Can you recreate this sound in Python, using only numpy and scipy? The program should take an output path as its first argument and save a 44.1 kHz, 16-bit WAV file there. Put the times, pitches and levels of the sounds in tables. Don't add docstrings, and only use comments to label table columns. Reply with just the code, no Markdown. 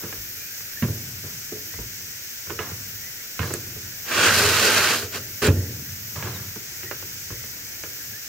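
import sys
import numpy as np
from scipy import signal
from scipy.fft import rfft, irfft, next_fast_len
from scipy.io import wavfile
from scipy.ndimage import uniform_filter1d

SR = 44100
rng = np.random.default_rng(int(sys.argv[2]) if len(sys.argv) > 2 else 0)


def inscribe(sig):
    pcm = np.round(np.clip(np.atleast_2d(sig).T, -1, 1) * 32767)
    wavfile.write(sys.argv[1], SR, pcm.astype(np.int16))


N = 365148
T = np.arange(N) / SR

# (time [s], clack [dB], floor boom [dB], boom centre [Hz], side panel [dB])
CONTACTS = [(0.0344, -35, -35, 181, -32.5), (0.1272, -24.5, -46, 73, -44), (0.606, -32, -47, 100, -57),
            (0.824, -16, -16, 201, -26.5), (0.8408, -29, -30, 151, -32), (0.8843, -35, -22, 98, -32.5),
            (1.2389, -50, -34, 115, -38), (1.5209, -38, -43, 258, -30), (1.7398, -33, -38.5, 83, -49),
            (1.7885, -32, -34, 118, -37.5), (2.0087, -39, -54, 110, -46), (2.471, -30, -38, 105, -46),
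            (2.4979, -22, -44, 46, -44), (2.5047, -18.5, -40, 105, -32), (2.59, -14.5, -34.5, 100, -34.5),
            (2.7134, -42, -32.5, 86, -42), (3.3928, -10, -21.5, 122, -38), (3.417, -20, -32, 110, -42),
            (3.4311, -16.5, -26, 102, -36), (3.4765, -25, -50, 116, -40), (3.5064, -24, -53, 102, -31),
            (3.5375, -21.5, -47, 105, -30), (3.761, -45, -34.5, 94, -41), (5.0297, -30, -34.5, 102, -34),
            (5.4214, -22, -28, 135, -23), (5.4695, -24, -18.5, 175, -21.5), (5.4832, -17, -8.5, 85.5, -17),
            (5.5688, -42.5, -17.5, 86, -36), (6.158, -28, -33, 97, -38), (6.226, -20, -30.5, 89, -35),
            (6.5598, -34, -39.5, 233, -38), (6.832, -26, -40.5, 102, -41), (6.9128, -16, -49, 73, -38.5),
            (7.0267, -30, -46, 83, -44), (7.3045, -26.5, -32.5, 93, -36.5), (7.4389, -31, -54, 258, -49),
            (7.8373, -24, -48, 118, -37.5)]
# (frequency [Hz], level [dB], t60 [s])
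FLOOR_MODES = [(52, -18, 0.12), (64, -11, 0.34), (90.7, 3.5, 0.29), (112.2, 2, 0.29), (130.4, -4, 0.12),
               (149.2, -1, 0.2), (191, -3, 0.13), (232.2, -1, 0.13)]
CRATE_MODES = [(1033, -13, 0.37), (1186, -5, .08), (1395, 3, 0.31), (1500, -4, 0.29), (1660, 15, 0.08),
               (1923, -20, 0.056), (2110, 14, 0.065), (2210, 1, 0.1), (2600, -23.5, 0.082),
               (2638, 6.5, 0.074), (2700, -10.5, 0.13), (3450, -16, 0.056), (3840, -10, 0.088),
               (4130, -11, 0.055), (5130, 0, 0.05)]
# (frequency [Hz], density [dB])
HOLLOW_SPECTRUM = [(150, -8), (400, -1), (750, -8), (1100, -4), (1600, -9.5), (2500, -13), (5000, -20),
                   (10000, -26)]
# (frequency [Hz], correlation [-])
NEAR_CORRELATION = [(100, 1), (450, 1), (800, 0.82), (1500, 0.85), (2700, 0.66), (4000, 0.48),
                    (6000, 0.063), (9500, -0.16), (14000, -0.044)]
FAR_CORRELATION = [(100, 1), (450, 0.78), (750, 0.3), (1500, 0.3), (2300, -0.13), (3400, -0.48),
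                   (4500, -0.54), (6000, 0.3), (8000, 0.32), (10500, -0.079), (13500, .22), (16000, 0.063)]


def from_db(db):
    return 10 ** (np.asarray(db) / 20)


def unit_rms(x):
    return x / np.sqrt(np.mean(x ** 2) + 1e-20)


def unit_energy(x):
    return unit_rms(x) / np.sqrt(x.shape[-1])


def at_hz(points, hz):
    points_hz, values = np.transpose(points)
    return np.interp(np.log(hz + 1), np.log(points_hz), values)


def drift(rate_hz):
    knots = rng.standard_normal(int(T[-1] * rate_hz) + 2)
    return np.interp(T * rate_hz, np.arange(len(knots)), unit_rms(knots))


def lowpass(x, hz):
    return signal.sosfilt(signal.butter(2, hz, fs=SR, output="sos"), x + 1e-18)


def pan(left_db):
    return from_db(np.array([[left_db], [-left_db]]) / 2)


def add(track, time_s, sound):
    at = max(round(time_s * SR), 0)
    track[..., at:at + sound.shape[-1]] += sound[..., :N - at]


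def noise(spectrum, correlation, size=N):
    padded = next_fast_len(size, True)
    hz = np.arange(padded // 2 + 1) * SR / padded
    mid, side = rfft(rng.standard_normal((2, padded)))
    alike = np.clip(at_hz(correlation, hz), -1, 1)
    stereo = np.sqrt(1 + alike) * mid + np.sqrt(1 - alike) * side * [[1], [-1]]
    return unit_rms(irfft(stereo * from_db(at_hz(spectrum, hz)), padded)[:, :size])


def dense_modes(spectrum, t60_s, size):
    return unit_energy(noise(spectrum, NEAR_CORRELATION, size) * from_db(-60 * T[:size] / t60_s))


def clear_modes(modes, size=32768, spread_db=5.5, pan_spread_db=0.3):
    t = T[:size]
    strength, side = rng.standard_normal((len(modes), 2)).T
    ring = 0
    for k, (hz, db, t60_s) in enumerate(modes):
        envelope = from_db(db + spread_db * strength[k] - 60 * t / t60_s)
        ring += (-1) ** k * pan(pan_spread_db * side[k]) * envelope * np.sin(2 * np.pi * hz * t)
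    return unit_energy(ring)


def excite(force, response):
    first, last = np.flatnonzero(force)[[0, -1]]
    sound = signal.fftconvolve(force[None, first:last + 1], np.atleast_2d(response), axes=1)
    out = np.zeros((len(sound), min(len(force) + response.shape[-1], N)))
    add(out, first / SR, sound)
    return out


def slips(per_s, spread_db, size=N):
    chance = rng.random(size)
    at = np.flatnonzero(chance < per_s / SR)
    strength = np.minimum(-np.log(chance[at] * SR / per_s + 1e-9), 4)
    out = np.zeros(size)
    out[at] = from_db(spread_db * strength) * rng.choice([-1, 1], size)[at]
    return unit_rms(out)


def outdoor_air():
    spectrum = [(25, -1), (60, -6.5), (100, -3.5), (160, -10.5), (300, -10), (450, -11.5), (700, -15.5),
                (1100, -19.5), (2500, -40)]
    return from_db(-52 + 1.2 * drift(6.1)) * noise(spectrum, FAR_CORRELATION) * pan(-1.3)


def whistles(blur_hz=70, blur_share=0.63, faint_db=-51, faint_count=36):
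    # (time [s], length [s], start [Hz], end [Hz], level [dB])
    glides = [(0.325, 0.17, 2350, 2480, -49), (0.437, 0.17, 1540, 1690, -50), (0.676, 0.2, 1470, 2220, -44),
              (1.687, 0.12, 1800, 2250, -46), (2.99, 0.13, 1815, 2200, -46), (5.533, 0.11, 1730, 2090, -46),
              (6.27, .05, 4100, 3720, -48), (6.33, .05, 4050, 3500, -45), (6.82, 0.12, 1800, 2120, -40),
              (7.722, 0.074, 2150, 2900, -48), (8.096, 0.11, 1570, 1940, -45)]
    faint = [(when * T[-1], 0.12, 1450 + 800 * pitch, 1800 + 950 * pitch, faint_db)
             for when, pitch in rng.random((faint_count, 2))]
    out = np.zeros(N)
    for time_s, length_s, start_hz, end_hz, db in glides + faint:
        along = np.linspace(0, 1, int(length_s * SR))
        hz = start_hz + (end_hz - start_hz) * along ** 1.4
        add(out, time_s, from_db(db) * np.sin(np.pi * along) * np.sin(2 * np.pi * np.cumsum(hz) / SR))
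    blur = unit_rms(lowpass(rng.standard_normal(N), blur_hz))
    return out * unit_rms(1 + blur_share * blur) * pan(-1.7)


def insects(pulse_hz=14, solo_stop_s=1.84, solo_fade_s=0.15):
    # (frequency [Hz], density [dB])
    cicada_band = [(3500, -21), (4500, -4.5), (5200, 2), (6200, 3.5), (7300, -1.5), (8500, -8.5),
                   (10000, -17)]
    cricket_band = [(8000, -26), (10500, -4.5), (12600, 1), (13400, 8), (14600, 8.5), (15800, 6),
                    (17000, -21.5)]
    solo_band = [(8000, -25), (10500, -8), (11800, 1.5), (14500, 1), (16000, -4)]
    chorus_band = [(900, -32.5), (1250, -11), (1500, -1), (1750, -1), (2200, -0.5), (3300, -5),
                   (4500, -4.5), (9000, -15), (16000, -21)]
    phase = 2 * np.pi * np.cumsum(pulse_hz + 0.36 * drift(2.6)) / SR
    cicada_db = -39.5 + 0.73 * np.sin(2 * phase) + 0.64 * drift(12)
    cicadas = from_db(cicada_db) * noise(cicada_band, FAR_CORRELATION)
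    cricket_db = -38.5 + 0.71 * np.sin(phase) + 0.9 * drift(10)
    crickets = from_db(cricket_db) * noise(cricket_band, FAR_CORRELATION)
    singing = np.clip((solo_stop_s - T) / solo_fade_s, 0, 1)
    solo = singing * from_db(-43 + np.sin(phase)) * noise(solo_band, FAR_CORRELATION)
    chorus = from_db(-42 + 0.26 * drift(13)) * noise(chorus_band, FAR_CORRELATION)
    return (cicadas + crickets + solo + chorus) * pan(0.7)


def floor_shudder(offset_db=-26.5, db_per_boom_db=0.58, fall_db_per_s=25.5):
    sways = [(2.55, .45, -44), (3.62, .3, -43), (5.12, 0.3, -44), (5.8, 0.28, -42), (6.096, 0.47, -37),
             (6.9, 0.48, -47.5), (8.018, 0.18, -46.5)]
    # (frequency [Hz], density [dB])
    spectrum = [(50, -23), (75, -14), (90, 0), (108, 0), (135, -5), (230, -15), (500, -39)]
    power = np.zeros(N)
    envelope = from_db(-fall_db_per_s * T) * np.minimum(T / 0.03, 1)
    for time_s, _, boom_db, _, _ in CONTACTS:
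        add(power, time_s, (from_db(offset_db + db_per_boom_db * boom_db) * envelope) ** 2)
    for time_s, length_s, db in sways:
        add(power, time_s, (from_db(db) * np.sin(np.linspace(0, np.pi, int(length_s * SR)))) ** 2)
    return np.sqrt(power) * noise(spectrum, NEAR_CORRELATION)


def settling():
    scuffs = [(0.0, 0.036, 0.071, -42.5), (1.23, 0.047, 0.096, -51), (2.589, 0.018, 0.075, -33.5),
              (3.41, 0.033, 0.07, -36.5), (6.149, 0.012, 0.12, -37.5), (6.215, 0.051, 0.086, -37.5)]
    rubbing = np.zeros(N)
    for time_s, swell_s, decay_s, db in scuffs:
        swell = np.clip((T - time_s) / swell_s, 0, 1)
        rubbing += from_db(db) * swell * np.exp(-np.maximum(T - time_s - swell_s, 0) / decay_s)
    hollow = from_db(-0.5 + 1.5 * drift(300)) * rubbing * noise(HOLLOW_SPECTRUM, NEAR_CORRELATION)
    force = lowpass(rubbing * slips(per_s=1200, spread_db=2.5), hz=1000)
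    walls = from_db(1.5) * excite(force, clear_modes(CRATE_MODES, size=8000, spread_db=1.5))
    return (hollow + walls) * pan(-3.3)


def groans(wander_share=0.044, tremble_db=2):
    tones = [(4.181, 0.19, 1416, -28), (4.36, 0.19, 405.5, -23), (4.737, 0.14, 1426, -27),
             (5.414, 0.087, 409.6, -19)]
    out = np.zeros(N)
    for time_s, length_s, hz, db in tones:
        swell = np.sin(np.linspace(0, np.pi, int(length_s * SR)))
        waver, tremble = unit_rms(lowpass(rng.standard_normal((2, SR // 2)), hz=90))[:, :len(swell)]
        phase = 2 * np.pi * np.cumsum(hz * (1 + wander_share * waver)) / SR
        add(out, time_s, from_db(db + tremble_db * tremble) * swell * np.sin(phase))
    return out * pan(-0.89)


def panel_response(size=20000):
    steel = [(120, -33), (220, -7.5), (320, 0.5), (450, -0.5), (600, -6), (800, -15.5), (2000, -31)]  # (frequency [Hz], density [dB])
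    modes = [(197, -8.5, 0.44), (233.5, -7.5, 0.51), (272, 2, 0.1), (332.1, -1, 0.28), (365, 0.5, 0.068),
             (389.5, -2.5, 0.43), (425, -0.5, 0.23), (470.3, 0, 0.29), (520, -3.5, 0.32), (566, -8, 0.51),
             (657, -6, 0.37)]
    bang = from_db(-2.5) * dense_modes(steel, t60_s=0.091, size=size)
    ring = from_db(-7) * dense_modes(steel, t60_s=0.92, size=size)
    return bang + ring + from_db(-4.5) * clear_modes(modes, size)


def crate_response(modes_db, ring_db, size=6000):
    plastic = [(250, -23.5), (500, -4), (750, -14), (1000, -6), (1400, 2.5), (1900, -5), (2700, -2),
               (3200, -6.5), (4200, -9.5), (6500, -11), (9500, -19), (16000, -27)]
    modes = from_db(modes_db) * clear_modes(CRATE_MODES, size, spread_db=4.5)
    ring = from_db(ring_db) * dense_modes(plastic, t60_s=0.15, size=size)
    crack = dense_modes(plastic, t60_s=0.017, size=size)
    return crack + modes + ring


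def slide_forces(speed_power=1.23, grit_lag_ratio=1.85, ease_db_per_s=3):
    # (time [s], speed-up [s], steady [s], slow-down [s],
    #          friction [dB], grit [dB], side panel [dB], floor rumble [dB])
    pushes = [(3.40, 0.014, .13, .06, -52, -43, -52, -55), (4.035, .18, .69, .175, -19.5, -23, -27, -36),
              (5.105, 0.039, .018, 0.034, -32.5, -32, -34.5, -43),
              (5.417, .003, 0.055, 0.013, -22.5, -33, -23.5, -26)]
    # (time [s], half-width [s], friction [dB], grit [dB], side panel [dB], floor rumble [dB])
    catches = [(4.3, .045, 1.5, -0.5, -2, 1), (4.41, 0.082, 0.38, 2, 5, 6.5),
               (4.666, .025, 1.5, 5, 6, -2.5)]
    forces = np.zeros((4, N))
    for time_s, rise_s, steady_s, fall_s, *levels_db in pushes:
        age_s = np.maximum(T - time_s, 0)
        braking = np.clip((rise_s + steady_s + fall_s - age_s) / fall_s, 0, 1)
        drive = (np.minimum(age_s / rise_s, 1) * braking) ** speed_power
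        gathered = np.minimum(age_s / (rise_s * grit_lag_ratio), 1) ** 1.4 * braking ** 0.86
        for force, shape, db in zip(forces, (drive, gathered, drive, drive), levels_db):
            force += shape * from_db(db - ease_db_per_s * age_s)
    for time_s, width_s, *gains_db in catches:
        bell = np.exp(-np.minimum(((T - time_s) / width_s) ** 2, 20))
        forces *= from_db(np.outer(gains_db, bell))
    return forces


def slides(judder_db=1.2, load_shift_db=4, feet=6):
    grit_band = [(2500, -25), (4000, 2.5), (6000, -1), (7500, -3.5), (9500, -6.5), (14000, -6),
                 (16000, -19)]
    friction, grit_force, panel_force, floor_force = slide_forces()
    judder = from_db(judder_db * drift(140))
    crate, panels = 0, 0
    for foot in range(feet):
        rub = slips(per_s=3500, spread_db=2) * judder / np.sqrt(feet)
        rub *= unit_rms(from_db(load_shift_db * drift(16)))
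        crate += excite(rub * friction, crate_response(modes_db=-13, ring_db=-3))
        if foot % 2:
            panels += excite(rub * panel_force, panel_response())
    grit = noise(grit_band, NEAR_CORRELATION) * judder * from_db(2 * drift(900)) * grit_force
    floor_slips = slips(per_s=3000, spread_db=-2.5) * floor_force
    floor = excite(floor_slips, clear_modes(FLOOR_MODES, spread_db=1))
    scrape = crate * pan(-2) + grit * pan(-0.8) + (panels + floor) * pan(-0.28)
    return signal.sosfilt(signal.butter(4, 68, "high", fs=SR, output="sos"), scrape + 1e-18)


def contact_force(boom_db, chatter_s=0.018, size=4096):
    chatter_gain = 0.045 * from_db(0.32 * min(boom_db + 34, 0))
    force = chatter_gain * slips(per_s=900, spread_db=3, size=size) * np.exp(-T[:size] / chatter_s)
    force[0] += 1
    return unit_energy(force)


def knocks(clack_share=0.39, focus_db_per_oct2=7.5, spot_count=7, size=4096):
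    snaps = [(3.539, -2), (5.469, -1)]  # (time [s], level [dB])
    snap_band = [(3000, -26), (5500, -17), (7000, 9), (10000, -3), (16000, -10)]  # (frequency [Hz], density [dB])
    thumps = [(0.18, -38), (1.788, -30), (7.31, -38)]  # (time [s], level [dB])
    thump_hz, thump_t60_s = 52, 0.31
    crate, bed = np.zeros((2, 2, N))
    spots = [(crate_response(modes_db=-13.5, ring_db=-7.5), panel_response()) for _ in range(spot_count)]
    for k, (time_s, clack_db, boom_db, boom_hz, panel_db) in enumerate(CONTACTS):
        walls, panels = spots[k % spot_count]
        blow = contact_force(boom_db)
        hard_blow, dull_blow = lowpass(blow, hz=2370), lowpass(blow, hz=530)
        hollow = dense_modes(HOLLOW_SPECTRUM, t60_s=0.06, size=size)
        hollow_db = clack_share * clack_db + (1 - clack_share) * panel_db
        add(crate, time_s, from_db(clack_db + 15) * excite(hard_blow, walls))
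        add(crate, time_s, from_db(hollow_db + 18) * excite(hard_blow, hollow))
        add(bed, time_s, from_db(panel_db + 28.5) * excite(dull_blow, panels))
        reached = [(hz, db - focus_db_per_oct2 * np.log2(hz / boom_hz) ** 2, t60_s)
                   for hz, db, t60_s in FLOOR_MODES]
        add(bed, time_s, from_db(boom_db + 29.5) * clear_modes(reached, size=14000, spread_db=1))
    for time_s, db in snaps:
        add(crate, time_s, from_db(db) * dense_modes(snap_band, t60_s=0.013, size=size))
    t = T[:SR // 2]
    for time_s, db in thumps:
        add(bed, time_s, from_db(db - 60 * t / thump_t60_s) * np.sin(2 * np.pi * thump_hz * t))
    return crate * pan(-7) + bed * pan(-1.1)


def scene():
    air = outdoor_air()
    truck = knocks() + slides() + groans() + settling() + floor_shudder()
    return air + truck + insects() + whistles()


def gain_control(x, threshold_db=-13, cut_share=0.44, recovery_db_per_s=3):
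    power = np.abs(uniform_filter1d(np.mean(x ** 2, axis=0), size=441))
    level_db = 10 * np.log10(power + 1e-12)
    cut_db = cut_share * np.maximum(level_db - threshold_db, 0)
    held_db = np.maximum.accumulate(cut_db + recovery_db_per_s * T) - recovery_db_per_s * T
    return x * from_db(-held_db)


def record(dry, low_cut_hz=39, high_cut_hz=15740):
    thinned = signal.sosfilt(signal.butter(2, low_cut_hz, "high", fs=SR, output="sos"), dry)
    top_cut = signal.ellip(12, 0.1, 80, high_cut_hz, fs=SR, output="sos")
    return signal.sosfilt(top_cut, gain_control(thinned))


dry = scene()
out = record(dry)
inscribe(out)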